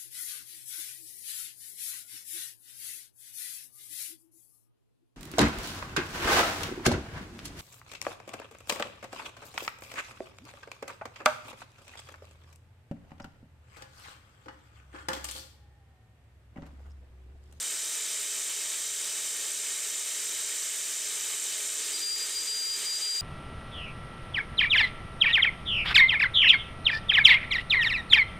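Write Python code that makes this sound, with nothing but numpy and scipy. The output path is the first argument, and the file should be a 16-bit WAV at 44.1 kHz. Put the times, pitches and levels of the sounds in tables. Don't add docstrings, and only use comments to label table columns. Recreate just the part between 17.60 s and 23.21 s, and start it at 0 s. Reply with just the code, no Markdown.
import sys
import numpy as np
from scipy import signal
from scipy.fft import rfft, irfft, next_fast_len
from scipy.io import wavfile
from scipy.ndimage import uniform_filter1d, map_coordinates

SR = 44100
rng = np.random.default_rng(int(sys.argv[2]) if len(sys.argv) > 2 else 0)


def generate_wav(signal):
    frames = np.transpose(np.atleast_2d(signal))
    scaled = np.clip(frames, -1, 1) * 32767
    pcm = np.round(scaled).astype(np.int16)
    wavfile.write(sys.argv[1], SR, pcm)


def gain_from_decibels(decibels):
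    exponent = np.asarray(decibels, float) / 20
    return 10 ** exponent


N = 247401
TIME = np.arange(N) / SR
BITE_S, TOUCH_S = 4.2, 0.14


def unit(x):
    return x / np.sqrt(np.mean(x ** 2) + 1e-20)


def along(points, hz):
    f, v = np.transpose(points)
    return np.interp(np.log(hz + 1), np.log(f + 1), v)


def curve(rows):
    return np.interp(TIME, *np.transpose(rows))


def ramp(start_s, length_s):
    return np.clip((TIME - start_s) / length_s, 0, 1)


def wobble(rate):
    points = rng.standard_normal(int(N * rate / SR) + 4)
    return map_coordinates(points, [TIME * rate])


def tone(hz):
    turns = np.cumsum(hz) / SR + rng.random()
    return np.sqrt(2) * np.sin(2 * np.pi * turns)


def patches(shape, across, long):
    field = uniform_filter1d(rng.standard_normal(shape), across, 0)
    return unit(uniform_filter1d(field, long, 1))


# (frequency [Hz], left minus right [dB])
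LEAN = [(60, 1), (130, 1), (250, -4), (450, -3), (620, 1), (1000, 0), (4500, 0), (5800, -3), (7500, 0)]


def stereo(pair, colour_db, side):
    m = next_fast_len(N + 8192)
    hz = np.fft.rfftfreq(m, 1 / SR)
    side_db = np.array([0 * hz, along(side, hz)])
    mid, wide = rfft(pair, m) * gain_from_decibels(colour_db(hz) + side_db)
    wide = wide + mid * np.tanh(along(LEAN, hz) * np.log(10) / 40)
    mid, wide = irfft([mid, wide], m)[:, :N]
    return np.array([mid + wide, mid - wide]) / np.std(mid)


# (time [s], peak level [dB], pitch [Hz])
THUDS = [
    (0.995, -68, 139),
    (1.25, -65, 109),
    (1.655, -70, 92),
    (3.269, -71, 83.4),
]


def shop():
    out = np.zeros(N)
    for start_s, db, hz in THUDS:
        age = np.clip(TIME - start_s, 0, None)
        swell = 1 - np.exp(-age / 0.016)
        out += gain_from_decibels(db - 60 * age / .5) * swell * np.sin(2 * np.pi * hz * age)
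    return out * gain_from_decibels([[2], [-2]])


SAG, SAG_S, SETTLE, SETTLE_S = .024, .13, .013, .3


def spindle():
    since = np.clip(TIME - BITE_S - SAG_S, 0, None)
    loss = SETTLE + (SAG - SETTLE) * np.exp(-(since / SETTLE_S) ** 2)
    return 1 - ramp(BITE_S, SAG_S) * loss


# (frequency [Hz], level [dB per Hz])
DRIVE_RUMBLE = [(13, -57), (22, -16.5), (91, -19), (261, -12), (307, -4.5), (361, -5), (412, 0.5),
                (544, -5.5), (631, -2), (696, -11), (806, -5.5), (997, -14.5), (1100, -8.5), (1430, -55),
                (2420, -120)]
# (frequency [Hz], side minus mid [dB])
DRIVE_SIDE = [(25, 7), (60, 9), (110, 4), (200, -4), (380, -15), (700, -12), (1100, -8)]
# (multiple of shaft speed, level [dB rms], change under load [dB])
TEETH = [(8, -84, 1), (14, -80, -4), (20, -75, -6), (22, -79, 3), (23, -69, -5), (24, -69, 3),
         (25, -78, -1), (26, -73, 3), (30, -79, -3), (32, -76, -6), (34, -68, -11), (36, -67, 0),
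         (38, -79, -1)]
# (idle pitch [Hz], level [dB rms], change under load [dB])
BELT = [(95.9, -88, -1), (191.9, -80, -7), (314.2, -76, 3), (319.6, -74, 1), (417.0, -68, -2),
        (468.5, -75, 1), (475.1, -76, 3), (481.9, -77, 3), (509.1, -76, -9), (514.6, -79, 2),
        (730.9, -79, -7), (775.9, -79, 1)]
# (frequency [Hz], left minus right [dB])
DRIVE_PAN = [(96, 5), (192, 4), (250, -2), (320, -3), (480, -3), (530, -1), (600, 3), (720, 1)]
SHAFT_HZ = 17.663
WHINE_HZ, WHINE_DB, FEED_S, FEED_DROP_DB = 926.2, -71, 1.6, 7.5


def drive(shudder):
    speed = spindle()
    load = np.clip((1 - speed) * 75, 0, 1)

    rumble = stereo(rng.standard_normal((2, N)), lambda f: along(DRIVE_RUMBLE, f), DRIVE_SIDE)
    out = gain_from_decibels(-60.5 + shudder + 1.5 * wobble(3.98)) * rumble

    whine_db = WHINE_DB - FEED_DROP_DB * ramp(FEED_S - .2, .4) - 12 * load + wobble(5)
    out += gain_from_decibels(whine_db) * tone(WHINE_HZ * speed)

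    shaft = [(k * SHAFT_HZ, db, load_db) for k, db, load_db in TEETH]
    for hz, db, load_db in sorted(shaft + BELT):
        level_db = db - .6 + load * load_db + .5 * shudder + (.9 + load) * wobble(6)
        pitch = hz * (speed + (.0003 + .001 * load) * wobble(4))
        pan_db = along(DRIVE_PAN, hz)
        out += gain_from_decibels([[pan_db / 2], [-pan_db / 2]]) * gain_from_decibels(level_db) * tone(pitch)
    return out


# (frequency [Hz], level [dB per Hz])
JET = [(700, -40), (900, -28.4), (1300, -39.5), (1900, -15.4), (2800, -15.5), (4000, -23.0), (5400, -13.3),
       (6600, 0.0), (7600, -8.1), (8800, -11.6), (10000, -23.7), (12000, -28.5), (14000, -29.4),
       (15700, -36.5)]
# (frequency [Hz], side minus mid [dB])
JET_SIDE = [(1000, -24.5), (3000, -17.5), (4500, -28.5), (6000, -12.5), (8000, -20), (8600, -20),
            (9400, -22), (10500, -16), (15000, -28.5)]
# (frequency [Hz],
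# width [Hz], level [dB])
STEEL = [(1001, 30, -2.9), (1097, 122, 5.6), (1261, 164, 12.0), (1318, 30, -2.4), (1403, 227, 12.0),
         (1405, 54, -6.9), (1492, 68, -1.8), (1582, 71, 3.8), (1651, 30, -1.7), (1704, 55, 3.2),
         (1864, 96, 12.0), (1888, 151, -12.9), (2054, 30, -5.5), (2160, 66, 6.8), (2357, 100, 12.0),
         (2438, 499, -12.9), (2595, 152, 12.0), (2677, 146, -10.4), (2884, 87, 9.8), (2907, 110, -10.3),
         (2993, 111, 4.5), (3129, 82, 7.7), (3313, 48, -2.9), (3526, 85, 5.4), (3628, 30, -4.2),
         (3669, 30, 2.6), (3841, 355, 9.1), (5176, 41, 3.8), (5496, 500, -6.4),
         (6199, 247, -11.3), (6558, 60, -6.0), (6669, 341, -14.0), (6933, 103, -4.9), (7465, 208, -6.5),
        (7520, 100, 6.7), (8244, 115, 2.7), (9087, 88, -2.7), (10154, 135, 6.1), (10959, 48, 3.4),
        (11686, 137, 6.1), (12047, 234, 7.0), (12689, 419, 4.4), (14277, 252, 4.2), (14887, 261, 3.5)]
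# (frequency [Hz], once a jaw [dB], twice a jaw [dB])
JAWS = [(2000, .3, -.6), (3700, .25, -.35), (5000, .25, .9), (7000, -.1, .6), (8200, -1.3, .3),
        (9500, 1.2, .5), (11200, .1, -.6), (13000, 1.7, .45)]
# (time [s], level [dB])
FLOW = [
    (0, -33),
    (2, -33.5),
    (4.2, -32.5),
    (5.25, -33),
    (5.61, -31),
]
JAW_HZ = 36.7
SHADE_DB_PER_S = 1.2


def mist(shudder):
    hz, s, z = signal.stft(rng.standard_normal((2, N)), SR, nperseg=128)
    passes = np.interp(s, TIME, np.cumsum(JAW_HZ * spindle()) / SR)
    at, once, twice = np.transpose(JAWS)
    flutter_db = np.outer(np.interp(hz, at, once), np.cos(2 * np.pi * passes))
    flutter_db += np.outer(np.interp(hz, at, twice), np.cos(4 * np.pi * passes))
    flutter_db = 1.45 * flutter_db + .7 * (hz[:, None] > 10000) * np.cos(6 * np.pi * passes)
    shake = along([(1000, 0.68), (4000, 0.48), (6000, 0.37)], hz)
    flutter_db += shake[:, None] * np.interp(s, TIME, shudder)
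    flutter_db -= (hz[:, None] > 5500) * SHADE_DB_PER_S * np.clip(s - BITE_S, 0, None)
    spray_db = 0.58 * patches(z.shape[1:], 3, 40) + .5 * patches(z.shape[1:], 9, 8)
    pair = signal.istft(z * gain_from_decibels(flutter_db + spray_db), SR, nperseg=128)[1][:, :N]

    clutter = unit(uniform_filter1d(rng.standard_normal(SR // 2 + 1), size=40))

    def colour(f):
        ripple = 1.2 * np.interp(f, np.arange(len(clutter)), clutter)
        modes = sum(db / (1 + (2 * (f - c) / w) ** 2) for c, w, db in STEEL)
        return along([(300, -94)] + JET, f) - 1.15 * (f < 1050) + modes + ripple

    return gain_from_decibels(curve(FLOW) + 0.12 * wobble(6.7)) * stereo(pair, colour, JET_SIDE)


# (catches [s], lets go [s], first level [dB], last level [dB])
SQUEAL = [(4.25, 4.258, -39, -39), (4.344, 4.368, -33, -33), (4.42, 4.535, -31.5, -29),
          (4.535, 4.595, -29.5, -38), (4.606, 4.647, -30.5, -33), (4.697, 4.745, -45, -44),
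          (4.762, 4.835, -30, -35.5), (4.879, 5.0, -30, -31.5), (5.0, 5.16, -31, -29.5),
          (5.2, 5.217, -39, -40), (5.263, 5.378, -30.5, -28), (5.423, 5.65, -28.5, -26.5)]
GROW_DB_PER_S, DIE_DB_PER_S = 820, 780


def chatter_db():
    def knee(db):
        return 1 / (1 + gain_from_decibels(2 * np.clip(db, -60, 90)))

    power = 0
    for catch_s, free_s, first, last in SQUEAL:
        held = gain_from_decibels(2 * np.interp(TIME, [catch_s, free_s], [first, last]))
        grow = knee(GROW_DB_PER_S * (catch_s - TIME))
        die = knee(DIE_DB_PER_S * (TIME - free_s))
        power = power + held * grow * die
    return 10 * np.log10(power)


# (frequency [Hz], level [dB per Hz])
CHIP = [(150, -30), (250, -12.5), (340, -8.5), (450, -3.5), (560, -21), (900, -17.5), (2000, -13),
        (3200, -3), (4600, -2), (6000, -25), (9000, -60)]
# (frequency [Hz], side minus mid [dB])
CHIP_SIDE = [(200, -10), (500, -20), (1000, -22), (5000, -20)]
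SQUEAL_HZ, DROOP_HZ_PER_S = 4800, 4
POST_HZ, POST_DROOP_HZ_PER_S = 912, 15
GROAN_DB, GROAN_PEAK_S, GROAN_RISE_DB_PER_S, GROAN_FALL_DB_PER_S = -68, 5.32, 11, 24
CHIP_DB, CHIP_LIFT_DB, GROAN_LIFT_DB, LIFT_S = -45.5, 5.5, 4.5, .07


def tool():
    db = chatter_db()
    since_bite = TIME - BITE_S
    hz = SQUEAL_HZ - DROOP_HZ_PER_S * since_bite + 1.3 * np.clip(-30 - db, 0, 15) + 2 * wobble(60)
    phase = 2 * np.pi * np.cumsum(hz) / SR
    swing = gain_from_decibels(db + .6 * wobble(45) + .7 * wobble(130))
    squeal = np.sqrt(2) * swing * (np.sin(phase) + gain_from_decibels(-26.0) * np.sin(2 * phase))

    clear = uniform_filter1d(gain_from_decibels(db - db.max()), int(LIFT_S * SR))

    groan_db = GROAN_DB - GROAN_RISE_DB_PER_S * np.clip(GROAN_PEAK_S - TIME, 0, None)
    groan_db -= GROAN_FALL_DB_PER_S * np.clip(TIME - GROAN_PEAK_S, 0, None)
    groan_db += wobble(8) - GROAN_LIFT_DB * clear
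    groan = ramp(BITE_S, .5) * gain_from_decibels(groan_db) * tone(146 + wobble(6))

    cutting = ramp(BITE_S - TOUCH_S, TOUCH_S) ** 2
    chip_db = CHIP_DB - CHIP_LIFT_DB * clear + 1.4 * wobble(14)
    chip_noise = stereo(rng.standard_normal((2, N)), lambda f: along(CHIP, f), CHIP_SIDE)
    chips = cutting * gain_from_decibels(chip_db) * chip_noise

    post_db = -71 + 6 * (TIME - 4.8) + .6 * wobble(5)
    post_hz = POST_HZ - POST_DROOP_HZ_PER_S * since_bite + wobble(6)
    post = ramp(BITE_S + .2, .5) * gain_from_decibels(post_db) * tone(post_hz)
    return squeal * gain_from_decibels([[1.1], [-1.1]]) + groan + chips + post


def scene():
    shudder = 0.66 * wobble(9) + 1.56 * wobble(22.11)
    return shop() + drive(shudder) + mist(shudder) + tool()


def roll_off(x):
    return signal.sosfilt(signal.butter(12, 15870, fs=SR, output="sos"), x)


def record(dry):
    power = signal.lfilter([.003], [1, .003 - 1], np.mean(dry, 0) ** 2, zi=[4e-4])[0]
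    over_db = 10 * np.log10(power + 1e-12) + 32.98
    slow_db = uniform_filter1d(over_db, size=700)
    held = dry * gain_from_decibels(-.61 * slow_db)
    held = held / (1 + np.abs(held / .092) ** 5) ** (1 / 5)
    passed = np.fft.rfftfreq(N, 1 / SR) < 15760
    mix = irfft(rfft(held) * passed, N)
    return roll_off(mix)


dry = scene()
out = record(dry)
generate_wav(out)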